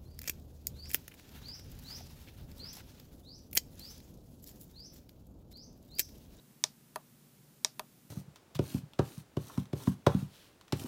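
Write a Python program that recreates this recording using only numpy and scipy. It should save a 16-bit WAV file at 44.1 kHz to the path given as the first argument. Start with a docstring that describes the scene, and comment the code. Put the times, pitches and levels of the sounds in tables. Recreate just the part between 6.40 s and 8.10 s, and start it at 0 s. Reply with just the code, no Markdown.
"""A quiet room, close to a handheld meter whose button is pressed and let go twice.
Each press snaps a stiff dome and rings the plastic case brightly; each release is a duller knock
with a thin rattle. The table throws back a quick echo, the room a short tail.
Underneath lies a faint bed of hiss, low room noise and mains hum."""
import sys
import numpy as np
from scipy import signal
from scipy.fft import rfft, irfft
from scipy.io import wavfile

SR = 44100
rng = np.random.default_rng(int(sys.argv[2]) if len(sys.argv) > 2 else 0)


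def persist_wave(psi):
    """Save psi, clipped to +-1, as 16-bit WAV."""
    counts = np.round(np.clip(psi, -1, 1) * 32767).astype(np.int16)
    wavfile.write(sys.argv[1], SR, np.atleast_2d(counts).T)


N = 74970
T = np.arange(N) / SR

# The dome snaps in. Each row: start in seconds, level in dB.
PRESSES = [(0.2390, -0.5), (1.247, -1)]
# The key springs back. Each row: start in seconds, knock level in dB, rattle level in dB.
RELEASES = [(0.5588, 0.3, -41), (1.3946, -1.2, -36.5)]
# The ring of the case. Each row: pitch in Hz, t60 in seconds, press gain in dB, release gain in dB.
CASE_MODES = [(212, 0.018, -47.5, -48.5), (414.6, 0.043, -42, -41), (630, 0.06, -44, -36),
              (751.4, 0.057, -51.5, -39.5), (858, 0.022, -35, -33.5), (985, 0.022, -32.5, -30.5),
              (1187, 0.052, -39, -40.5), (1276, 0.0093, -38.5, -35), (1762, 0.021, -32, -33),
              (2236, 0.0092, -26, -46), (2625, 0.021, -39, -40.5), (3420, 0.0083, -24.5, -41),
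              (3770, 0.014, -17.5, -50), (4830, 0.0097, -21.5, -52.5), (5690, 0.011, -13.5, -52),
              (6270, 0.00935, -21, -45), (7100, 0.01, -21, -47.5), (8405, 0.0032, -13, -38.5),
              (10390, 0.0075, -35, -33.5)]
# Noise colours, from the clicks down to the bed. Each row: frequency in Hz, relative level in dB.
CHATTER_COLOUR = [(500, -65), (2000, -27), (3500, 14), (5700, -5), (8000, 10), (11000, -2.5), (15000, -8.5)]   # bright sizzle of the dome
RATTLE_COLOUR = [(300, -20), (800, 6), (1500, -3), (3300, 6), (6000, -0.5), (10000, -11), (13500, 6.5),
                 (15500, -11)]   # thin rattle of the key
EARLY_COLOUR = [(200, -14.5), (600, 14), (1000, -6.5), (1500, 14.5), (2500, -2.5), (4500, 4), (7000, 4),
                (11000, 2.5), (15000, -7)]   # reflections off nearby surfaces
PRESS_TAIL_COLOUR = [(400, -26.5), (650, -3.5), (1200, -8), (1800, -11), (2800, -9), (3800, -3.5),
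                     (5400, 1), (7000, -8), (9000, -14.5), (15000, -19.5)]   # airy wash after a press
RELEASE_TAIL_COLOUR = [(300, -3), (600, -0.5), (1000, 4.5), (1600, -8), (2200, -14), (3200, -12.5),
                       (6000, -33), (15000, -17)]   # darker wash after a release
ROOM_TONE_COLOUR = [(25, -45), (45, -25.5), (75, -16), (100, -17.5), (125, -2.5), (150, -6.5), (185, -1.5),
                    (240, -5.5), (320, -10.5), (450, -16.5), (700, -22.5), (1500, -30), (4000, -47.5)]   # low room noise
HISS_COLOUR = [(200, -3.5), (1000, -2), (3000, -2.5), (6000, -2.5), (12000, -1), (15000, 0)]   # nearly flat hiss
# Mains hum and other low steady tones. Each row: pitch in Hz, rms level in dB.
HUM_TONES = [(59, -87), (119, -77.5), (147, -69.5), (239, -75)]


def presses():
    """The dome cracks, hits its seat and chatters briefly, ringing the high modes of the case."""
    seat_lag_s, seat_db = 0.001214, -14.5
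    chatter_noise = from_db(-29.5) * noise(CHATTER_COLOUR)
    gains_db = [press_db for _, _, press_db, _ in CASE_MODES]
    out = np.zeros(N)
    for start, level_db in PRESSES:
        crack = from_db(-3.5) * high_pass(ring(start, hz=7700, t60=0.00099), hz=4200)
        body = case_blow(start, gains_db) + from_db(seat_db) * case_blow(start + seat_lag_s, gains_db)
        chatter = chatter_noise * burst(start, t60=0.013, hold=0.002)
        out += from_db(level_db) * (crack + body + chatter)
    return out


def releases():
    """The loose key knocks back on the case, ringing the low modes, bounces once and rattles to rest."""
    bounce_lag_s, bounce_db = 0.000901, -7.5
    rattle_noise = noise(RATTLE_COLOUR)
    gains_db = [release_db for _, _, _, release_db in CASE_MODES]
    out = np.zeros(N)
    for start, knock_db, rattle_db in RELEASES:
        knock = case_blow(start, gains_db)
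        bounce = from_db(bounce_db) * case_blow(start + bounce_lag_s, gains_db)
        rattle = rattle_noise * burst(start, t60=0.013, hold=0.002)
        out += from_db(knock_db) * (knock + bounce) + from_db(rattle_db) * rattle
    return out


def case_blow(start, gains_db):
    """One hit on the plastic case; neighbouring modes swing against each other."""
    return sum((-1) ** k * from_db(gains_db[k]) * ring(start, hz, t60)
               for k, (hz, t60, _, _) in enumerate(CASE_MODES))


def reflections(clicks):
    """A quick slap off the table, then a dense spray from nearby surfaces."""
    lag_s = 0.0031
    table_echo = np.interp(T - lag_s, T, clicks, left=0)
    spray = noise(EARLY_COLOUR) * burst(lag_s, t60=0.072)
    response = unit_rms(spray) / np.sqrt(N)   # unit energy
    early = signal.fftconvolve(clicks, response)[:N]
    return from_db(-18) * table_echo + from_db(-19.5) * early


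def room_tail(events, colour, level_db):
    """Each click scatters round the room and comes back as an even, dying wash."""
    gap_s = 0.0054
    envelope = sum(from_db(level_db + click_db) * burst(start + gap_s, t60=0.18)
                   for start, click_db, *_ in events)
    return noise(colour) * envelope


def background():
    """The bed: low room tone, microphone hiss and gently wavering hum."""
    bed = from_db(-65) * (noise(ROOM_TONE_COLOUR) + noise(HISS_COLOUR))
    for hz, rms_db in HUM_TONES:
        waver = 1 + 0.083 * noise([(1, 0), (4, 0), (40, -80)])   # slow drift, mostly below 4 Hz
        tone = np.sqrt(2) * np.sin(2 * np.pi * (hz * T + rng.random()))
        bed += from_db(rms_db) * waver * tone
    return bed


def ring(start, hz, t60):
    """A struck mode: a sine that dies away."""
    return burst(start, t60) * np.sin(2 * np.pi * hz * (T - start))


def burst(start, t60, hold=0):
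    """Envelope: instant attack, a hold, then a fall of 60 dB per t60; times in seconds."""
    return (T >= start) * np.exp(-np.log(1000) * np.clip((T - start - hold) / t60, 0, 10))


def noise(colour):
    """Steady noise of the given colour, rms 1."""
    hz, db = np.transpose(colour)
    bin_hz = np.maximum(np.arange(N // 2 + 1) * SR / N, 1)
    gain = from_db(np.interp(np.log(bin_hz), np.log(hz), db))
    return unit_rms(irfft(rfft(rng.standard_normal(N)) * gain, N))


def high_pass(x, hz):
    """Second-order low cut."""
    return signal.sosfilt(signal.butter(2, hz, "high", fs=SR, output="sos"), x)


def from_db(db):
    """Decibels to gain."""
    return 10 ** (np.asarray(db) / 20)


def unit_rms(x):
    """Scale to rms 1."""
    return x / np.sqrt(np.mean(x ** 2) + 1e-20)


def scene():
    """The mono mix: clicks up front, the room behind them, the bed underneath."""
    clicks = high_pass(presses() + releases(), hz=147)   # the small case radiates little bass
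    press_tail = room_tail(PRESSES, PRESS_TAIL_COLOUR, level_db=-46)
    release_tail = room_tail(RELEASES, RELEASE_TAIL_COLOUR, level_db=-54)
    return (clicks + reflections(clicks) + press_tail + release_tail + background())[None]


def record(dry):
    """A steep high cut takes off the very top."""
    cutoff_hz = 15400
    return signal.sosfilt(signal.ellip(10, .1, 70, cutoff_hz, fs=SR, output="sos"), dry)


dry = scene()
out = record(dry)
persist_wave(out)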